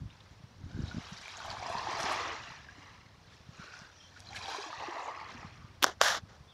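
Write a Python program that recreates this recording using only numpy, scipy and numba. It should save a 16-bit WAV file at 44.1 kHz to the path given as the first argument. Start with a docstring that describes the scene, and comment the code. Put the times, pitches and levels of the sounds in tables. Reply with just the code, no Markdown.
"""Small waves lap a pebbly shore in a calm bay: swarms of ringing air bubbles over filtered-noise washes.
Far water and a light breeze sound from the start; eddies thump the microphone as short rounded pulses.
Drops, lone bubbles and gargles join as decaying sines; two small waves swell near 2 s and again after 4 s.
Faint gliding sines chirp near 4 s and after 5.9 s. From 5.8 s the hand-held recorder is gripped anew:
its case clicks sharply as struck damped modes, and a finger rubs across it as shaped noise."""
import sys
import numpy as np
from scipy import signal
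from scipy.fft import rfft, irfft, next_fast_len
from scipy.io import wavfile
from scipy.ndimage import uniform_filter1d
from numba import njit

SR = 44100
rng = np.random.default_rng(int(sys.argv[2]) if len(sys.argv) > 2 else 0)


def master_out(mix):
    """Clip the mix to full scale and print it as 16-bit PCM to the path in sys.argv[1]."""
    frames = np.transpose(np.atleast_2d(mix))
    ceiling = np.clip(frames, -1, 1)
    pcm = np.round(ceiling * 32767).astype(np.int16)
    wavfile.write(sys.argv[1], SR, pcm)


N = 288281

# times at which the slow controls are computed
STEPS_S = np.arange(0, N / SR + .004, .004)

# spectral density of breaking water: frequency_hz, density_db
WATER_SPECTRUM = [(250, -15.5), (420, -2), (560, -4), (800, -4), (1130, -1.5), (1500, -5.5), (2000, -7.5),
                  (3000, -12), (4100, -14), (5000, -16), (5750, -17), (6800, -23.5), (8200, -35),
                  (11500, -41.5), (15500, -79)]
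# laps, where a stretch of a wave tips over on the shore: crest_s, level_db, swell_s, ebb_s,
# deep_air_pockets_db, big_bubbles_db, small_bubbles_db (weights added to the level),
# bounce_strength (0-1), bounce_extra_path_m (at the crest)
LAPS = [(0.14, -67.5, 0.084, 0.65, -9, -9, -2.5, 0.08, 0.3),
        (0.86, -62.5, 0.3, 0.55, 11, 3, 1.5, 0.44, 0.45), (1.05, -56, 0.22, 0.26, -4, -0.5, -3, 0.1, 0.44),
        (1.3, -53.5, 0.55, 0.45, -16, -5, 0.5, 0.18, 0.45), (1.5, -51, 0.26, 0.52, -1.5, 7, -1, 0.27, 0.44),
        (1.73, -48.5, 0.21, 0.66, 3, 6.5, -2.5, 0.36, 0.41),
        (1.92, -52.5, 0.055, 0.044, 7, 13.5, 3.5, 0.25, 0.37),
        (2.1, -39.5, 0.41, 0.39, 2, 2.5, -4.5, 0.12, 0.33), (2.29, -43.5, 0.24, 0.18, 0, -3.5, -11, 0, 0.3),
        (2.49, -51, 0.23, 0.29, -16, -5.5, -6.5, 0.13, 0.36),
        (2.84, -58, 0.29, 0.43, -3, -4.5, -6, 0.35, 0.34), (3.332, -64, 0.18, 0.13, -5, -11, 0, 0.1, 0.44),
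        (3.65, -57.5, 0.25, 0.18, 2, -5, -1.5, 0.22, 0.25),
        (3.78, -58.5, 0.11, 0.25, -4, -0.5, -1, 0.25, 0.49),
        (4.01, -66.5, 0.15, 0.46, -7, -9, 1.5, 0.16, 0.41),
        (4.171, -57.5, 0.028, 0.05, -19, -15, -4, 0.25, 0.44),
        (4.325, -86, 0.021, 0.06, -7, 11, 2, 0.4, 0.38),
        (4.367, -46, 0.02, 0.041, -15, -18, -3.5, 0.5, 0.437),
        (4.53, -47.5, 0.3, 0.29, 4, 3, 1.5, 0.44, 0.43), (4.82, -54, 0.58, 0.33, -3, 1.5, -5.5, 0.33, 0.37),
        (4.825, -56.5, 0.06, 0.083, 20, 10.5, -12, 0.45, 0.37),
        (4.98, -50, 0.42, 0.36, 5.5, 7.5, -7, 0.2, 0.36),
        (5.08, -55.5, 0.041, 0.069, 19.5, 14.5, -9, 0.2, 0.33),
        (5.17, -51.5, 0.13, 0.3, -2, 2, -18, 0.4, 0.33), (5.29, -53, 0.14, 0.52, -3, -5, -7, 0.18, 0.32),
        (5.44, -60.5, 0.072, 0.056, 8, 10.5, -9, 0.3, 0.35)]
# level lost one swell before or one ebb after a crest, and the power law of that loss
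LAP_FALL_DB, CREST_ROUNDNESS = 20, 1.41
RIPPLE_DB = -73.5   # ripples between the laps, before the offset of each bubble size
# flicks of fine spray thrown off a crest: crest_s, level_db
SPRAY_FLICKS = [(1.095, -71), (1.215, -74), (1.45, -67), (1.7, -61), (2.005, -50), (2.12, -54.5),
                (4.2, -68), (4.354, -57)]
FLICK_RISE_S, FLICK_FALL_S = 0.015, 0.042
CROWDED_SHARE = 0.73   # near this share of the highest crest, bubbles merge into a smooth rush
CLOSING_M_PER_S = 0.029   # the path of the bounce shrinks as a lap runs in
# resonant peaks and dips of the shore and of the hand round the recorder: centre_hz, gain_db
SHORE_BANDS = [(1170, 1), (1430, -3.5), (1790, 1), (2170, -1), (2760, 1.5), (3050, -1.5), (3690, -1.5),
               (4040, 0.5), (4540, -2), (5170, 0.5), (5400, -2), (5720, 2.5), (6220, -3), (6800, 1)]
SHORE_WIDTH_HZ = 185
# spectral density of far water all round the bay: frequency_hz, density_db
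BAY_SPECTRUM = [(150, -46), (250, -10.5), (458, -2), (1010, -3.5), (1360, -7), (1560, -7), (2240, -12.5),
                (5600, -13.5), (6770, -24), (15500, -36)]
BAY_DB = -65
# spectral density of the breeze rumble: frequency_hz, density_db
BREEZE_SPECTRUM = [(12, -43), (20, 0), (27, -7.5), (78, 4.5), (96, 6.5), (150, -2.5), (184, -3), (222, -6),
                   (400, -14.5), (520, -52), (880, -120)]
BREEZE_FLOOR_DB = -73
# gusts of the breeze on the microphone: crest_s, level_db, swell_s, ebb_s
GUSTS = [(.035, -45, 0.13, 0.095), (.42, -57, 0.87, 0.27), (.645, -45.5, 0.11, 0.14),
         (.8, -41.5, 0.14, 0.19), (.96, -43.5, 0.13, 0.12), (1.13, -52.5, 0.089, .13),
         (1.55, -53, 0.35, 0.83), (2.0, -55.5, 0.85, 2.5), (3.4, -62, 0.98, 1.2), (4.38, -53.5, 0.49, 0.2),
         (4.83, -58, 0.22, 0.1), (5.45, -54, 0.47, 1.14), (6.199, -56.5, 0.58, 0.69)]
# single eddies that bump the microphone: centre_s, level_db, pitch_hz
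EDDIES = [(.02, -33, 110), (.061, -33.5, 100), (.314, -43.5, 115), (0.406, -43.5, 120), (.441, -41, 120),
          (.641, -35.5, 117), (.75, -32, 90), (.776, -37, 290), (.792, -26.5, 205), (.805, -29, 147.6),
          (0.82, -37, 250), (.835, -36.5, 254), (.84, -26.5, 94), (.947, -31, 191), (.97, -30, 171),
          (.983, -28, 220), (1.125, -36.5, 153), (1.499, -41.5, 112), (1.754, -37.5, 172),
          (2.005, -40, 116), (2.043, -36, 221), (3.492, -38.5, 130), (3.598, -38.5, 162),
          (3.819, -43.5, 161), (5.449, -36.5, 161), (5.647, -40, 133), (6.236, -41, 109.2),
          (6.409, -42.5, 109)]
EDDY_RISE_CYCLES, EDDY_FALL_CYCLES = 0.38, 0.83
# drops that smack onto water or stone: start_s, pitch_hz, level_db
DROPS = [(.102, 2800, -49.5), (.128, 2550, -53.5), (.205, 3550, -47), (1.131, 5770, -41),
         (1.176, 4700, -37.5), (1.29, 3790, -42), (1.338, 2641, -41), (1.37, 6570, -39), (1.503, 4560, -30),
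         (1.627, 2239, -36), (1.783, 4470, -33), (1.907, 4938, -39), (2.002, 5230, -33),
         (2.031, 5680, -28.5), (2.055, 5340, -34), (2.16, 5111, -37), (3.79, 5570, -43), (4.331, 2270, -39),
         (4.36, 4077, -34), (4.363, 2330, -33), (4.366, 2980, -37), (4.458, 3330, -35), (4.757, 1838, -39),
         (4.798, 2756, -38), (4.862, 2527, -38), (5.148, 2067, -37), (5.305, 3388, -45)]
DROP_T60_S = 0.013
# droplets land within this time, start this much weaker and lie within this interval of the drop
SPATTER_S, SPATTER_DB, SPATTER_OCTAVES = .012, -3.5, .22
# single near bubbles, plus one brief sharp tick at 4.204 s: start_s, pitch_hz, level_db, t60_s
PLOPS = [(.107, 3650, -53, .04), (.913, 1450, -38, 0.053), (1.047, 3020, -45, .02),
         (1.258, 2350, -36, 0.022), (1.281, 2290, -34, .014), (1.402, 1444, -36.5, 0.041),
         (1.625, 725, -32.5, 0.061), (1.661, 970, -28, .031), (1.699, 674, -30.5, 0.067),
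         (1.726, 1030, -34, 0.042), (1.752, 940, -27, .04), (1.776, 1040, -30, .03), (1.792, 970, -29, .02),
         (1.821, 1020, -30, .02), (1.856, 1050, -33, 0.016), (1.871, 870, -28, .05),
         (1.885, 351, -36.5, 0.068), (1.95, 1025, -29, .025), (2.112, 1170, -29, 0.033),
         (2.16, 1000, -27, 0.027), (2.519, 1100, -43, .04), (2.687, 1635, -41, 0.06),
         (2.78, 280, -44, 0.063), (3.6, 1378, -43.5, .04), (3.679, 1470, -45, .06), (3.738, 1430, -45, .06),
         (4.164, 1450, -46.5, .06), (4.204, 5540, -32.5, .002), (4.271, 4130, -41.5, .023),
         (4.289, 4080, -42, .04), (4.308, 764, -47.5, .082), (4.328, 830, -45, 0.055),
         (4.348, 1650, -37.5, .04), (4.483, 786, -33, 0.048), (4.547, 1016, -28.5, 0.038),
         (4.584, 405, -36.5, 0.099), (4.64, 1115, -34, .043), (4.661, 316, -43.5, .11),
         (4.703, 994, -34.5, .03), (4.729, 1215, -32, .036), (4.822, 898, -34, .043),
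         (4.883, 343, -33.5, 0.075), (4.906, 1100, -36, .03), (4.965, 675, -33, 0.044),
         (5.117, 1091, -34, .03), (5.213, 880, -36.5, 0.048), (5.346, 241, -38.5, 0.13)]
# gargles, where a small lap churns up bubbles of nearly one size:
# crest_s, level_db, swell_s, ebb_s, pitch_hz
GARGLES = [(.8, -60.5, 0.23, 0.21, 1520), (.88, -56, 0.062, 0.072, 3850), (2.87, -63, 0.13, 0.089, 1170),
           (3.63, -54.5, 0.074, .14, 1410), (3.75, -56, 0.12, .22, 1520), (3.72, -61, 0.17, .12, 2480),
           (3.73, -59.5, 0.11, 0.11, 5030), (3.79, -67, 0.16, 0.13, 5500), (4.8, -57.5, 0.21, .26, 4100),
           (4.92, -55, .16, .3, 1910), (5.05, -62, .07, .08, 6750), (5.2, -59, 0.035, .05, 4480),
           (5.305, -55.5, 0.029, 0.032, 3900), (5.62, -58.5, 0.076, .1, 1200)]
# faint thin chirps: start_s, length_s, first_pitch_hz, last_pitch_hz, level_db (before a 2 dB lift)
CHIRPS = [(3.908, 0.21, 5790, 5700, -63), (4, 0.017, 3200, 3260, -55), (4.02, 0.068, 3270, 3150, -60.5),
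          (5.91, 0.019, 3020, 2950, -56.5), (6.471, 0.054, 3430, 3660, -61),
          (6.497, 0.043, 3450, 3100, -63)]
# clicks of the case: start_s, strength_db, deep_thump_db, knock_db, thud_db, high_snap_db, top_tick_db
# (the last five are weights of the registers)
CLICKS = [(5.825, -12.5, 12, -18, -2, -16, 4), (5.8283, -2.5, 9, -17, -13, -6, 2),
          (5.8358, -5, 11.5, -15, -4, -5, 6), (5.839, -11, -0.5, -15, -15, -21, 1.5),
          (5.8427, -6, 9, 12, 14, 13.5, 6), (5.8552, -29.5, 12, 23, 7, -2, -20),
          (5.865, -25.5, 4, 12, 8, 9, -20), (5.881, -28, 8, 10, 12, 3, -20),
          (5.898, -33, 6, 10, 12, 0, -20), (5.915, -38, 10, 24, 10, -4, -20),
          (6.0128, -25.5, -7, 35.5, 18, -14, -8), (6.0147, 0.5, -22, 3, 6, 3.5, -16),
          (6.0838, -9.5, -15, -16, -16, -4, -16), (6.151, -25, -9, -1, 16, -11, -14)]
# modes of the case: frequency_hz, level_db, t60_s
CASE_MODES = [(325, -22.5, 0.029), (592, -20.5, 0.016), (1160, -21, 0.0099), (1470, -11.5, 0.005),
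              (3380, -3, 0.0021), (5560, -7.5, 0.0017), (10400, -11, 0.00036), (13900, -14, 0.00091)]
# borders between the registers of the case: frequency_hz
REGISTER_EDGES_HZ = [400, 800, 2200, 4500, 8000]
# spectral density of the rubbing hiss: frequency_hz, density_db
RUB_SPECTRUM = [(150, -31), (380, -20), (580, -0.5), (950, -3), (1600, 3), (2000, -3.5), (2450, -13.5),
                (3400, -5), (4800, -9), (5650, -6.5), (7200, -12), (8300, -27.5), (11300, -22),
                (12300, -30), (15500, -38)]
# strokes of the finger on the case: start_s, level_db, hold_s, length_s,
# easing_db_per_s (after the hold), rumble_weight_db
STROKES = [(5.828, -37, 0.0091, 0.0086, 303, -13), (5.844, -31, 0.0031, 0.0061, 1203, -0.5),
           (5.866, -37.5, 0.0031, .07, 292, -1), (6.017, -26.5, 0.066, 0.16, 129, -34),
           (6.173, -48.5, 0.0057, 0.006, 196, 3), (6.289, -61.5, 0.061, 0.081, 193.5, -3)]
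STROKE_ATTACK_S, STROKE_RELEASE_S = 0.0041, 0.0094   # time constants of the touch and the lift
CUTOFF_HZ = 15600


def from_db(db):
    """Logarithmic level: decibels to amplitude gain."""
    return 10 ** (np.asarray(db) / 20)


def rms_one(x):
    """Normalisation to unit effective amplitude."""
    return x / np.sqrt(np.mean(x ** 2) + 1e-20)


def in_time(slow):
    """Linear interpolation of a slow control from STEPS_S to every sample."""
    return np.interp(np.arange(N) / SR, STEPS_S, slow)


def at_hz(points, hz):
    """Interpolation of a spectrum in decibels on a log-frequency axis."""
    point_hz, db = np.transpose(points)
    return np.interp(np.log(np.maximum(hz, 1)), np.log(point_hz), db)


def band(x, low_hz, high_hz, order=3):
    """Butterworth band-pass filtering."""
    edges_hz = [low_hz, min(high_hz, .45 * SR)]
    return signal.sosfilt(signal.butter(order, edges_hz, "band", fs=SR, output="sos"), x + 1e-18)


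def drift(rate_hz):
    """Low-pass random fluctuation: white noise through a double pole, at unit rms."""
    step = 40       # samples between slow values
    warm_up = 2000  # slow values dropped while the filter settles
    pole = np.exp(-2 * np.pi * rate_hz * step / SR)
    white = rng.standard_normal(N // step + warm_up + 2)
    slow = signal.lfilter([1], [1, -2 * pole, pole * pole], white)[warm_up:]
    return np.interp(np.arange(N) / step, np.arange(len(slow)), rms_one(slow))


def noise(spectrum):
    """Spectral shaping: white noise weighted in the frequency domain, at unit rms."""
    size = next_fast_len(N)
    hz = np.arange(size // 2 + 1) * SR / size
    shaped = rfft(rng.standard_normal(size)) * from_db(at_hz(spectrum, hz))
    return rms_one(irfft(shaped, size)[:N])


def even(x, span_s):
    """Envelope normalisation: slow power is levelled while grain faster than span_s remains."""
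    span = int(span_s * SR)
    power = uniform_filter1d(uniform_filter1d(x ** 2, span), span)
    return x / np.sqrt(np.maximum(power, 0) + 1e-4 * np.mean(x ** 2))


@njit
def rings(start_s, hz, height, t60, rise, size, sr):
    """Damped oscillation: summed dying sines, each climbing by the share `rise` while it rings."""
    out = np.zeros(size)
    for k in range(len(hz)):
        first = max(int(start_s[k] * sr), 0)
        length = int(t60[k] * sr) + 1
        level = height[k]
        fade = 1e-3 ** (1 / length)   # 60 dB over the ring
        for i in range(min(length, size - first)):
            climb = 1 + rise * i / (2 * length)
            out[first + i] += level * np.sin(2 * np.pi * hz[k] * i / sr * climb)
            level *= fade
    return out


def swell(crest_s, rise_s, fall_s):
    """Asymmetric envelope: gain builds to 1 at a rounded crest and dies away."""
    late = STEPS_S - crest_s
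    away = np.minimum(np.maximum(-late / rise_s, late / fall_s), 10)
    return from_db(-LAP_FALL_DB * away ** CREST_ROUNDNESS)


def surf(offset_db, span, deep=0., big=0., small=0.):
    """Power addition of overlapping laps for one bubble size; `span` scales their duration."""
    power = from_db(RIPPLE_DB) ** 2
    for crest_s, db, swell_s, ebb_s, deep_db, big_db, small_db, *_ in LAPS:
        size_db = deep * deep_db + big * big_db + small * small_db
        power = power + (from_db(db + size_db) * swell(crest_s, span * swell_s, span * ebb_s)) ** 2
    return from_db(offset_db) * in_time(np.sqrt(power))


def swarm(level, low_hz, high_hz, count, cycles, spread_db, wash_db, clump_db):
    """Superposed bubble resonances: random rings of one size class over a wash; at crests they merge."""
    when, pitch, size, life = rng.random((count, 4)).T
    hz = low_hz * (high_hz / low_hz) ** pitch
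    strength_db = spread_db * np.minimum(-np.log(1 - size), 4)
    # short high rings need more height
    height = hz / high_hz * from_db(at_hz(WATER_SPECTRUM, hz) + strength_db)
    t60_s = cycles * 2 ** (2 * life - 1) / hz
    bubbles = rings(when * N / SR, hz, height, t60_s, 0.042, N, SR)
    bubbles = rms_one(band(bubbles, low_hz * 1.043, high_hz * 1.06))
    # bubbles too small to tell apart
    wash = from_db(wash_db) * rms_one(band(noise(WATER_SPECTRUM), low_hz, high_hz, order=4))
    apart = 1 / np.sqrt(1 + (level / level.max() / CROWDED_SHARE) ** 4)
    clumps = from_db(apart * clump_db * drift(22.4))
    return level * even((apart * bubbles + wash) * clumps, 0.052)


def waves():
    """Bubble resonance by size: air pockets gulp and glug, bubbles gurgle, splash and fizz, fines spray."""
    flicks = in_time(sum(from_db(db) * swell(s, FLICK_RISE_S, FLICK_FALL_S) for s, db in SPRAY_FLICKS))
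    gulp = swarm(surf(offset_db=-10.5, span=0.74, deep=0.45), 243, 415.0,
                 count=450, cycles=20, spread_db=4.0, wash_db=2, clump_db=0.5)
    glug = swarm(surf(offset_db=-8.0, span=0.81, deep=0.93), 405, 646,
                 count=700, cycles=49, spread_db=6.0, wash_db=-7.0, clump_db=0.5)
    gurgle = swarm(surf(offset_db=0, span=0.9, big=0.96), 624.0, 1307,
                   count=1900, cycles=33, spread_db=3.0, wash_db=-4.5, clump_db=1.4)
    splash = swarm(surf(offset_db=0.5, span=1.0), 1242, 3066,
                   count=6000, cycles=51, spread_db=3.0, wash_db=-4.2, clump_db=1.33)
    fizz = swarm(surf(offset_db=0.5, span=1.097, small=1), 3020, 7370,
                 count=11000, cycles=64, spread_db=4.0, wash_db=-2.5, clump_db=1.4)
    spray = swarm(surf(offset_db=-17.0, span=0.75, small=1.55) + flicks, 7160, 16300,
                  count=6000, cycles=88, spread_db=4.0, wash_db=1.5, clump_db=2.0)
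    slosh = from_db(0.36 * drift(14.0))   # each little collapse stirs all sizes at once
    return (gulp + glug + gurgle + splash + fizz + spray) * slosh


def delayed(x, path_m):
    """Propagation delay over a further stretch of air at 343 m/s."""
    now = np.arange(N)
    return np.interp(now - path_m / 343 * SR, now, x)


def bounced(x, holder_path_m=0.398, holder_share=0.04, scatter_hz=9500):
    """Comb interference: echoes off the water and off whoever holds the recorder overlap the direct sound."""
    # fourth powers let the loudest lap set the bounce
    weights = [(from_db(db) * swell(s, swell_s, ebb_s)) ** 4 + 1e-40
               for s, db, swell_s, ebb_s, *_ in LAPS]
    weights = weights / np.sum(weights, axis=0)
    share = in_time(sum(w * strength for w, (*_, strength, _) in zip(weights, LAPS)))
    path_m = in_time(sum(w * (m - CLOSING_M_PER_S * (STEPS_S - s))
                         for w, (s, *_, m) in zip(weights, LAPS)))
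    # ripples scatter the treble
    scatter = signal.butter(1, min(scatter_hz, .45 * SR), fs=SR, output="sos")
    water = signal.sosfiltfilt(scatter, delayed(x, path_m))
    holder = delayed(x, holder_path_m)
    return (x + share * water + holder_share * holder) / np.sqrt(1 + .5 * share ** 2)


def shore_colour(x):
    """Resonance and antiresonance: a chain of narrow peaks and dips layers the wash into hollow bands."""
    half = np.pi * SHORE_WIDTH_HZ / SR
    for hz, db in SHORE_BANDS:
        lift = from_db(db / 2)
        turn = -2 * np.cos(2 * np.pi * hz / SR)
        zeros = [1 + half * lift, turn, 1 - half * lift]
        poles = [1 + half / lift, turn, 1 - half / lift]
        x = signal.lfilter(zeros, poles, x)
    return x


def far_bay():
    """Diffuse summation: far water forms a steady coloured noise with a slight drift in level."""
    return from_db(BAY_DB) * noise(BAY_SPECTRUM) * from_db(.5 * drift(4.75))


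def breeze():
    """Turbulent pressure: lumpy low noise at the microphone port swells with each gust."""
    power = sum((from_db(db) * swell(s, swell_s, ebb_s)) ** 2 for s, db, swell_s, ebb_s in GUSTS)
    lumps = from_db(3.7 * drift(22))
    rumble = even(band(noise(BREEZE_SPECTRUM), 42, 387, order=2) * lumps, 0.06)
    return rumble * in_time(np.sqrt(power + from_db(BREEZE_FLOOR_DB) ** 2))


def eddies():
    """Pressure pulse of an eddy: a rounded push of a cycle or two that builds faster than it dies."""
    margin = SR // 10
    out = np.zeros(N + SR)
    age = np.arange(-margin, margin) / SR
    for centre_s, db, hz in EDDIES:
        turns = age * hz
        away = np.maximum(-turns / EDDY_RISE_CYCLES, turns / EDDY_FALL_CYCLES)
        push = np.exp(-away ** 2) * np.sin(2 * np.pi * turns)
        first = int(centre_s * SR)
        out[first:first + len(age)] += from_db(db) * push
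    return out[margin:margin + N]


def drops(count=5):
    """Impact resonance: each drop rings briefly and a spatter of droplets broadens it into a wet tick."""
    s, hz, db = np.array(DROPS, float).T.copy()
    late, detune = rng.random((len(s), 2, count)).transpose(1, 0, 2)
    spatter_s = (s[:, None] + SPATTER_S * late).ravel()
    spatter_hz = (hz[:, None] * 2 ** (SPATTER_OCTAVES * (2 * detune - 1))).ravel()
    spatter = (from_db(db[:, None] + SPATTER_DB) * (1 - .5 * late)).ravel()
    spatter_t60_s = np.full(spatter.size, DROP_T60_S / 2)
    out = rings(s, hz, from_db(db), np.full(len(s), DROP_T60_S), .03, N, SR)
    out = out + rings(spatter_s, spatter_hz, spatter, spatter_t60_s, .03, N, SR)
    return band(out, 900, 10000, order=2)


def plops():
    """Resonance of a lone bubble: its pitch rises as it reaches the surface."""
    s, hz, db, t60_s = np.array(PLOPS).T.copy()
    return band(rings(s, hz, from_db(db), t60_s, 0.032, N, SR), 290, 11400)


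def gargles(bubbles_per_s=500, cycles=38, pitch_spread=0.068):
    """Near-equal resonances: like bubbles churned between the pebbles make a narrow, hollow band."""
    out = 0
    for s, db, swell_s, ebb_s, centre_hz in GARGLES:
        length_s = swell_s + ebb_s
        when, pitch, size = rng.random((int(bubbles_per_s * length_s), 3)).T
        born_s = s - swell_s + when * length_s
        hz = centre_hz * (1 + pitch_spread * (2 * pitch - 1))
        # more overlapping rings need less height each
        overlap = bubbles_per_s * cycles / hz / (4 * np.log(1000))
        envelope = np.interp(born_s, STEPS_S, swell(s, swell_s, ebb_s))
        height = from_db(db) * 2 * size / np.sqrt(overlap) * envelope
        out = out + rings(born_s, hz, height, cycles / hz, 0.044, N, SR)
    return band(out, 900, 8600)


def chirps(waver=0.034):
    """Frequency modulation: each chirp swells and fades along a short glide of unsteady pitch."""
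    out = np.zeros(N)
    for start_s, length_s, first_hz, last_hz, db in CHIRPS:
        progress = np.clip((np.arange(N) / SR - start_s) / length_s, 0, 1)
        hz = (first_hz + (last_hz - first_hz) * progress) * (1 + waver * drift(179))
        tone = np.sin(2 * np.pi * np.cumsum(hz) / SR)
        out += from_db(db + 2.0) * np.sin(np.pi * progress) * tone
    return out


def knocks():
    """Modal excitation: each click strikes all modes of the case, in a balance set by where it lands."""
    s, db, thump, knock, thud, snap, tick = np.array(CLICKS, float).T.copy()
    weights_db = [thump, knock, thud, 0, snap, tick]   # one per register, from low to high
    out = 0
    for hz, mode_db, t60_s in CASE_MODES:
        register = np.searchsorted(REGISTER_EDGES_HZ, hz)
        height = from_db(db + mode_db + weights_db[register])
        out = out + rings(s, np.full(len(s), float(hz)), height, np.full(len(s), t60_s), 0., N, SR)
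    return band(out, 690, 13800, order=2)


def finger_db(flesh=0):
    """Contact envelope of rub or rumble: each stroke touches down, holds, eases off and lifts."""
    gain = 1e-6
    for start_s, db, hold_s, length_s, ease_db_per_s, flesh_db in STROKES:
        age = np.arange(N) / SR - start_s
        touch = np.minimum(age, 0) / STROKE_ATTACK_S
        lift = np.maximum(age - length_s, 0) / STROKE_RELEASE_S
        eased_db = ease_db_per_s * np.clip(age - hold_s, 0, 1)
        gain = gain + np.exp(touch - lift) * from_db(db + flesh * flesh_db - eased_db)
    return 20 * np.log10(gain)


def rubbing(pressed_db=-29.0, sharpening=0.67):
    """Sliding friction: the finger drags with a grainy hiss, and its pad judders in a low rumble."""
    rub_db = finger_db()
    hiss = rms_one(noise(RUB_SPECTRUM) * from_db(1.0 * drift(150)))
    top_gain = from_db(sharpening * (rub_db - pressed_db))   # a lighter touch loses its top first
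    body = band(hiss, 100, 7200, order=5)
    top = band(hiss, 7430, 20000, order=5)
    judder = rms_one(band(rng.standard_normal(N), 277, 980) * from_db(3.4 * drift(110)))
    return from_db(rub_db) * (body + top_gain * top) + from_db(finger_db(flesh=0.94)) * judder


def scene():
    """Linear superposition of the shore, the far bay and what touches the microphone, in mono."""
    shore = shore_colour(bounced(waves())) + drops() + plops() + gargles()
    wind = breeze() + eddies()
    handling = knocks() + rubbing()
    return (shore + far_bay() + wind + chirps() + handling)[None]


def record(dry):
    """Saturation and low-pass filtering: the sharpest peaks are rounded and the top is cut steeply."""
    low_pass = signal.ellip(10, .1, 80, CUTOFF_HZ, fs=SR, output="sos")
    return signal.sosfilt(low_pass, np.tanh(dry))


dry = scene()
out = record(dry)
master_out(out)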